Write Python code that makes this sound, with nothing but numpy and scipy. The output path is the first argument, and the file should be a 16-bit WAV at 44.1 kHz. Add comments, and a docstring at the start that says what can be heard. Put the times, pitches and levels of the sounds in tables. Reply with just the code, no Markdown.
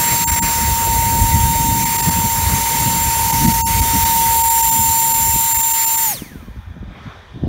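"""Ducted fan on a windy field

Outdoors on grass, one phone microphone close to a small electric ducted fan with eight blades at full speed.
Sines locked to the shaft make its whine, the blade passing and the octave; shaped noise makes drone, roar and hiss.
Power is cut and drag stops the rotor; the tones and the air stream fade as powers of its speed.
Wind buffets and pops on the microphone, with a low rush above the buffets that includes the fan's own noise;
behind lie a faint rush of the open field, leaf hiss and a far hum."""
import sys
import numpy as np
from scipy import signal
from scipy.fft import rfft, irfft, next_fast_len
from scipy.io import wavfile
from scipy.ndimage import uniform_filter1d, map_coordinates

SR = 44100
rng = np.random.default_rng(int(sys.argv[2]) if len(sys.argv) > 2 else 0)


def wrap_up_sound(samples):
    """Save the sound to the file named by the first command line argument, as 16-bit audio."""
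    columns = np.atleast_2d(samples).T
    # keep every value between -1 and 1, then stretch to whole-number steps
    tamed = np.clip(columns, -1, 1)
    steps = np.round(tamed * 32767).astype(np.int16)
    wavfile.write(sys.argv[1], SR, steps)


N = 329868
T = np.arange(N) / SR  # time in s


def amp(db):
    """Gain of a level in dB."""
    return 10 ** (np.asarray(db) / 20)


def unit(x):
    """x at rms 1."""
    return x / np.sqrt(np.mean(x ** 2) + 1e-20)


def curves(rows):
    """One value per sample for each column after the time."""
    s, *columns = np.transpose(rows)
    return [np.interp(T, s, column) for column in columns]


def wobble(rate):
    """A smooth random curve, rate knots a second."""
    knots = rng.standard_normal(int(N * rate / SR) + 4)
    return map_coordinates(knots, [T * rate])


def filtered(x, response):
    """x times a response of frequency in Hz."""
    size = next_fast_len(N + 8192)
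    spectrum = rfft(x, size) * response(np.fft.rfftfreq(size, 1 / SR))
    return irfft(spectrum, size)[..., :N]


def rush(spectrum, patchy_db):
    """Coloured noise of rms 1 with patches of random gain in time and frequency."""
    cells = signal.stft(rng.standard_normal(N + 512), nperseg=512)[2]
    patches = uniform_filter1d(rng.standard_normal(cells.shape), size=6, axis=0)
    patches = unit(uniform_filter1d(patches, size=12, axis=1))
    patchy = signal.istft(cells * amp(patchy_db * patches), nperseg=512)[1][:N]
    f, db = np.transpose(spectrum)

    def colour(hz):
        return amp(np.interp(np.log(hz + 1), np.log(f), db, -120, -120))

    return unit(filtered(patchy, colour))


# The fan under power, before flutter, wobble and run-down:
# [t/s, shaft rate f/Hz, shaft tone level/dB, blade tone level/dB, blade octave level/dB]
FAN_COURSE = [(0.0, 926.5, -22, -23.5, -28), (0.2, 925.6, -22.5, -22, -27), (0.5, 923.2, -22, -25, -30),
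              (0.7, 919.8, -21.5, -27, -29.5), (0.95, 920.7, -18.5, -27, -32.5),
              (1.25, 921.2, -19, -27.5, -31), (1.7, 919.5, -19, -27.5, -31.5),
              (1.9, 920.7, -22, -27, -29.5), (2.3, 918.8, -21.5, -26, -30), (2.55, 919.2, -23.5, -28, -36),
              (2.75, 918.2, -21, -27, -31), (3.0, 917.5, -21.5, -24, -30), (3.25, 916.8, -20.5, -29, -37),
              (3.5, 916.8, -19, -31, -30), (3.85, 917.5, -20.5, -28, -32), (4.05, 917.2, -18, -26.5, -23.5),
              (4.25, 918.0, -16.5, -28, -25.5), (4.45, 916.0, -16.5, -22.5, -28),
              (4.61, 914.8, -17.5, -22, -29), (4.7, 909.0, -19, -20.5, -26.5),
              (4.9, 911.3, -19, -21.5, -26.5), (5.18, 910.8, -20.5, -21, -26.5),
              (5.37, 916.0, -22, -22, -25.5), (5.65, 909.7, -24, -20, -25.5), (5.9, 907.8, -24.5, -21, -25),
              (6.045, 909.0, -24.5, -23, -23.5)]
BLADES = 8


def fan_tones(speed, dip_db):
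    """Sines locked to the shaft at its rate, the blade passing and its octave; each fades with the speed."""
    shaft_hz, shaft_db, blade_db, octave_db = curves(FAN_COURSE)
    rate_hz = shaft_hz * speed * (1 + .0007 * wobble(30))
    turn = 2 * np.pi * np.cumsum(rate_hz) / SR

    shaft = amp(shaft_db) * flutter() * speed ** 3.8 * np.sin(turn)

    # the blade tone wavers more as the rotor slows
    blade_gain = amp(blade_db + (1.5 + 3 * (1 - speed)) * wobble(120))
    blade_fade = speed ** 3.2 + .095 * speed ** .92
    blade = blade_gain * blade_fade * np.sin(BLADES * turn)

    octave_gain = amp(octave_db + 2.5 * wobble(150))
    octave_fade = speed ** 3.9 + .03 * speed
    octave = octave_gain * octave_fade * np.sin(2 * BLADES * turn)
    return np.sqrt(2) * (shaft + blade + octave) + shaft_lines(turn, speed, dip_db)


# Weaker shaft orders, before LINE_TRIM_DB and wobble:
# [multiple of the shaft rate, level/dB from the side, level/dB from behind the jet]
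SHAFT_ORDERS = [(2, -47, -49), (3, -50, -50), (4, -46, -47), (5, -45, -53), (6, -44, -45), (7, -38, -42),
                (9, -47, -41), (10, -43, -37), (11, -40, -46), (12, -45, -46), (13, -47, -43),
                (14, -40, -41), (15, -38, -35), (17, -41, -38)]
LINE_TRIM_DB = -1.5
TURN_S = (4.1, 4.5)  # the phone swings round towards the jet, start and end t/s
STAND_OUT_DB = 8  # most that a line gains in a dip


def shaft_lines(turn, speed, dip_db):
    """Small blade differences leave a weak, fluttering line at each multiple of the shaft rate."""
    lines = np.zeros(N)
    for k, side_db, jet_db in SHAFT_ORDERS:
        place_db = np.interp(T, TURN_S, [side_db, jet_db])
        level_db = place_db + 2.5 * wobble(3) + 3 * wobble(50) + LINE_TRIM_DB
        # in a dip some lines go under, others stand out
        sinks = np.clip(.35 + wobble(25), -.6, 1)
        level_db = level_db + np.minimum(sinks * dip_db, STAND_OUT_DB)
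        lines += amp(level_db) * speed ** 5.5 * np.sin(k * turn + k * k)
    return np.sqrt(2) * lines


# The air stream at full speed, outside the dips:
# [t/s, duct roar level/dB, intake drone level/dB, jet hiss level/dB]
AIR_COURSE = [(0.0, -25, -25.5, -20), (0.5, -26.5, -27, -23), (0.8, -28, -31, -23), (1.7, -29.5, -33, -23),
              (2.0, -26, -27.5, -22), (2.25, -28.5, -30.5, -23), (2.75, -26, -29, -21.5),
              (3.0, -27.5, -30, -22), (3.4, -25, -30, -21), (3.75, -27.5, -29.5, -21.5),
              (4.05, -25, -29, -19.5), (4.5, -27.5, -33, -18), (5.1, -28.5, -34, -19),
              (6.045, -28.5, -34, -19.5)]
# Colours of intake drone, duct roar and jet hiss: [f/Hz, relative level per Hz/dB]
DRONE_COLOUR = [(500, -20.5), (700, -14.5), (950, -6.5), (1300, -6.5), (1650, -5.5), (2050, 0),
                (2500, -5.5), (2900, -16), (3500, -31.5)]
ROAR_COLOUR = [(2200, -27.5), (2700, -5.5), (3500, -7), (4500, -4.5), (5000, -9), (5600, -4), (6400, -1.5),
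               (7200, -9.5), (8000, -42)]
HISS_COLOUR = [(6500, -20), (7400, -7.5), (7900, -10), (9100, -2.5), (10000, -5), (10600, -8.5),
               (11500, -3), (13000, -3.5), (14500, -2.5), (16000, -4.5)]


def air_stream(speed, dip_db):
    """Turbulence at the intake, in the duct and in the jet behind it; the hiss dips least."""
    roar_db, drone_db, hiss_db = curves(AIR_COURSE)
    drone = amp(drone_db) * speed ** 1.36 * rush(DRONE_COLOUR, patchy_db=1.57)
    roar = amp(roar_db) * speed ** 1.97 * rush(ROAR_COLOUR, patchy_db=1.6)
    hiss = amp(hiss_db) * speed ** 2.52 * rush(HISS_COLOUR, patchy_db=1.3)
    return amp(dip_db) * (drone + roar) + amp(0.49 * dip_db) * hiss


# Wind buffets and the low rush above them, before single gusts add their power; the rush outside the dips:
# [t/s, low buffet level/dB, upper buffet level/dB, low rush level/dB]
BUFFET_COURSE = [(0.0, -36, -25.5, -34.5), (0.3, -30, -30.5, -40), (0.6, -23, -28.5, -37),
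                 (0.95, -23, -32, -37), (1.2, -18, -24.5, -37.5), (1.45, -20, -23.5, -37.5),
                 (1.8, -26, -22.5, -39), (1.93, -33.5, -32, -38.5), (2.1, -19, -25.5, -37),
                 (2.33, -26.5, -32.5, -41), (2.52, -25.5, -22.5, -33.5), (2.69, -32, -33.5, -37.5),
                 (2.87, -27, -23.5, -38), (3.2, -27.5, -33, -38.5), (3.44, -21, -17, -38),
                 (3.58, -20.5, -29.5, -37), (3.95, -24.5, -28.5, -39.5), (4.3, -25, -34.5, -39.5),
                 (4.58, -39, -40.5, -42), (4.85, -30, -29.5, -44), (5.04, -43.5, -35.5, -44.5),
                 (5.27, -27.5, -35, -42), (5.5, -37, -39, -49.5), (5.95, -44.5, -46.5, -48),
                 (6.15, -41, -37, -46), (6.3, -40.5, -44, -52), (6.7, -37, -49, -60),
                 (6.93, -34, -38.5, -50), (7.02, -39, -48, -52.5), (7.18, -38, -51.5, -48),
                 (7.32, -42, -52, -55), (7.4, -37, -39, -45), (7.48, -21, -24, -32)]
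# Single gusts that stand out: [t/s of the crest, low buffet level/dB, upper buffet level/dB]
GUST_EVENTS = [(0.435, -21, -24), (0.71, -25, -25), (1.09, -22, -23), (1.235, -13, -19.5),
               (1.36, -15.5, -27), (1.48, -31, -25), (1.58, -18, -33.5), (1.84, -26, -22),
               (2.085, -19, -20), (2.185, -19.5, -16.5), (2.25, -21.5, -21), (2.39, -23, -31),
               (2.54, -19, -25), (3.43, -18, -20), (3.66, -21, -25), (3.82, -20, -25), (3.96, -21, -21),
               (4.81, -20, -30), (4.9, -18, -31), (5.23, -26, -33), (5.355, -23.5, -32), (5.57, -27, -37.5),
               (6.37, -31, -38), (6.49, -32, -35), (6.585, -26, -34.5), (6.685, -34, -38),
               (6.77, -42, -31.5), (6.83, -29, -35), (6.89, -29, -39), (7.07, -36, -34.5),
               (7.365, -32, -29), (7.44, -28, -21)]
GUST_HALF_S, GUST_RUSH_DB = 0.015, -21  # half length; level a gust adds to the low rush, against the upper buffet
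# Colours of low buffet, upper buffet and low rush: [f/Hz, relative level per Hz/dB]
LOW_COLOUR = [(15, -41), (30, -22), (50, 0), (80, -1.5), (110, -3.5), (150, -28.5), (300, -58)]
UPPER_COLOUR = [(70, -42), (115, 0.5), (200, -2.5), (300, -11), (380, -26), (600, -65.5)]
LOW_RUSH_COLOUR = [(250, -40), (340, -2), (500, -3), (750, -5), (1000, -19), (1500, -50.5)]


def buffets_and_low_rush(dip_db):
    """Low and upper wind buffets, and a low rush above them that includes the fan's own noise; only this rush dips."""
    low_power, upper_power, rush_power = amp(curves(BUFFET_COURSE)) ** 2
    for s, low_db, upper_db in GUST_EVENTS:  # powers add
        swell = np.exp(-((T - s) / GUST_HALF_S) ** 2)
        low_power = low_power + swell * amp(2 * low_db)
        upper_power = upper_power + swell * amp(2 * upper_db)
        rush_power = rush_power + swell * amp(2 * (upper_db + GUST_RUSH_DB))

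    lumps = wobble(22)  # shared by all three bands
    low_lumps = amp(0.69 * lumps + 0.36 * wobble(5.1))
    upper_lumps = amp(1.9 * lumps + 2.07 * wobble(60))
    rush_lumps = amp(1.7 * lumps + 2.2 * wobble(90))
    low = np.sqrt(low_power) * unit(low_lumps * rush(LOW_COLOUR, patchy_db=-2.7))
    upper = np.sqrt(upper_power) * unit(upper_lumps * rush(UPPER_COLOUR, patchy_db=0.15))
    low_rush = np.sqrt(rush_power) * unit(rush_lumps * rush(LOW_RUSH_COLOUR, patchy_db=-0.05))
    return low + upper + amp(1.4 * dip_db) * low_rush


# The open field behind everything, outside the dips: [t/s, rush level/dB, leaf hiss level/dB]
FIELD_COURSE = [(6.4, -53.5, -57), (6.83, -49.5, -58), (7.05, -40.5, -48.5), (7.28, -48, -53.5),
                (7.48, -55, -52)]
# Colours of the rush over the grass and of the leaves: [f/Hz, relative level per Hz/dB]
GRASS_COLOUR = [(250, -26.5), (450, -9.5), (750, -8), (1100, -4.5), (1500, -3.5), (1900, -7.5), (2500, -11),
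                (3000, -27), (3500, -51.5)]
LEAF_COLOUR = [(2300, -30), (2900, -6), (3400, 0), (3750, -3), (4100, -11), (5000, -15), (6000, -16),
               (7000, -25), (10000, -29), (12500, -30), (15900, -34)]
# A faint far hum, before wobble: [multiple of HUM_HZ, peak level/dB]
HUM_LINES = [(6, -65), (8, -58.5), (9, -62), (10, -56.5), (11, -71), (16, -61), (17, -62.5), (18, -58.5),
             (24, -64)]
HUM_HZ = 100.53


def open_field(dip_db):
    """A soft rush over the grass and hissing leaves as noise, with a faint far hum of sines at steady pitch."""
    rush_db, leaf_db = curves(FIELD_COURSE)
    grass = amp(rush_db) * rush(GRASS_COLOUR, patchy_db=2.0)
    leaves = amp(leaf_db) * rush(LEAF_COLOUR, patchy_db=-1.5)
    hum = np.zeros(N)
    for k, db in HUM_LINES:
        hum += amp(db + 1.5 * wobble(3.7)) * np.sin(2 * np.pi * k * HUM_HZ * T + k * k)
    return amp(dip_db) * (grass + leaves + hum)


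# Brief dips of roar, hiss, low rush and field while some tones carry on: [t/s of the middle, half length/s]
DIP_EVENTS = [(.259, .0135), (.312, .0045), (.355, .0045), (.409, .0125), (1.848, .005), (1.975, .005),
              (2.018, .005), (2.104, .005), (3.32, .005), (3.469, .005), (3.533, .0045), (3.641, .022),
              (3.811, .005), (4.046, .005), (4.429, .005), (4.494, .005), (4.621, .005), (4.707, .0055),
              (5.133, .005), (5.539, .005), (5.58, .005), (5.624, .005), (5.73, .005), (5.859, .005),
              (5.966, .005)]
DIP_DB, DIP_DB_PER_S = -10, -1500  # depth, and its growth with half length


def dips():
    """Level of the brief dips in dB; longer dips go deeper."""
    dip_db = np.zeros(N)
    for s, half_s in DIP_EVENTS:
        depth_db = DIP_DB + DIP_DB_PER_S * half_s
        dip_db += depth_db * np.exp(-((T - s) / half_s) ** 4)
    return dip_db


# Spells in which the shaft tone flutters: [start t/s, end t/s, rms depth as a share of the tone]
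FLUTTER_SPELLS = [(1.76, 2.32, .19), (2.38, 2.67, .3), (2.75, 3.02, .27), (3.12, 3.33, .35)]
CALM, FLUTTER_EDGE_S = .04, .05  # rms depth outside the spells; ramp at each end


def flutter():
    """Gain of the shaft tone as the airframe shudders some 65 times a second, calm except in its spells."""
    depth = np.full(N, CALM)
    for start, end, spell_depth in FLUTTER_SPELLS:
        corners = [start - FLUTTER_EDGE_S, start, end, end + FLUTTER_EDGE_S]
        depth += (spell_depth - CALM) * np.interp(T, corners, [0, 1, 1, 0])
    shake = wobble(60) * np.sin(2 * np.pi * 65 * T) + .5 * wobble(190)
    return 1 + depth * unit(shake * amp(3.3 * wobble(12)))


# Sharp wind pops on the microphone: [t/s, one POP_S before the onset; approximate peak level/dB]
POP_EVENTS = [(5.359, -15), (6.219, -15), (6.229, -25), (6.261, -28), (6.316, -27), (6.355, -22),
              (6.38, -33), (6.425, -29), (6.482, -24.5), (6.56, -29), (6.764, -28), (6.827, -21.5),
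              (7.344, -33), (7.358, -28), (7.373, -22), (7.414, -28), (7.435, -8.5), (7.46, -22),
              (7.469, -10)]
POP_S = 0.0013  # time scale of a pop


def wind_pops():
    """The sharpest eddies are single pops: a short suck and rebound of pressure."""
    pops = np.zeros(N + SR)
    u = np.arange(SR // 20) / SR / POP_S
    shape = np.sin(1.88 * u) * u * np.exp(1 - u)
    for s, db in POP_EVENTS:
        first = round((s + POP_S) * SR)
        pops[first:first + len(u)] -= amp(db) * shape
    return pops[:N]


CUT_S, FREE_S = 6.052, 6.122  # t/s: the throttle closes, the motor lets go
LET_GO, DRAG_S = .895, .071  # share of full speed left at let-go; drag time constant in s


def rundown():
    """Share of full speed: an even ramp down, then air drag that grows with speed squared."""
    ramp = np.interp(T, [CUT_S, FREE_S], [1, LET_GO])
    return ramp / (1 + np.maximum(T - FREE_S, 0) / DRAG_S)


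def scene():
    """Fan, wind and field at one microphone, on both channels."""
    speed, dip_db = rundown(), dips()
    mono = fan_tones(speed, dip_db) + air_stream(speed, dip_db)
    mono = mono + buffets_and_low_rush(dip_db) + wind_pops()
    mono = mono + open_field(dip_db)
    return np.array([mono, mono])


TOP_HZ = 15900  # upper band limit of the phone


def record(dry):
    """The phone keeps nothing above its band limit; a smooth slope fills the last 300 Hz below it."""
    def band_limit(hz):
        return np.sin(np.pi / 2 * np.clip((TOP_HZ - hz) / 300, 0, 1)) ** 2

    return filtered(dry, band_limit)


dry = scene()
out = record(dry)
wrap_up_sound(out)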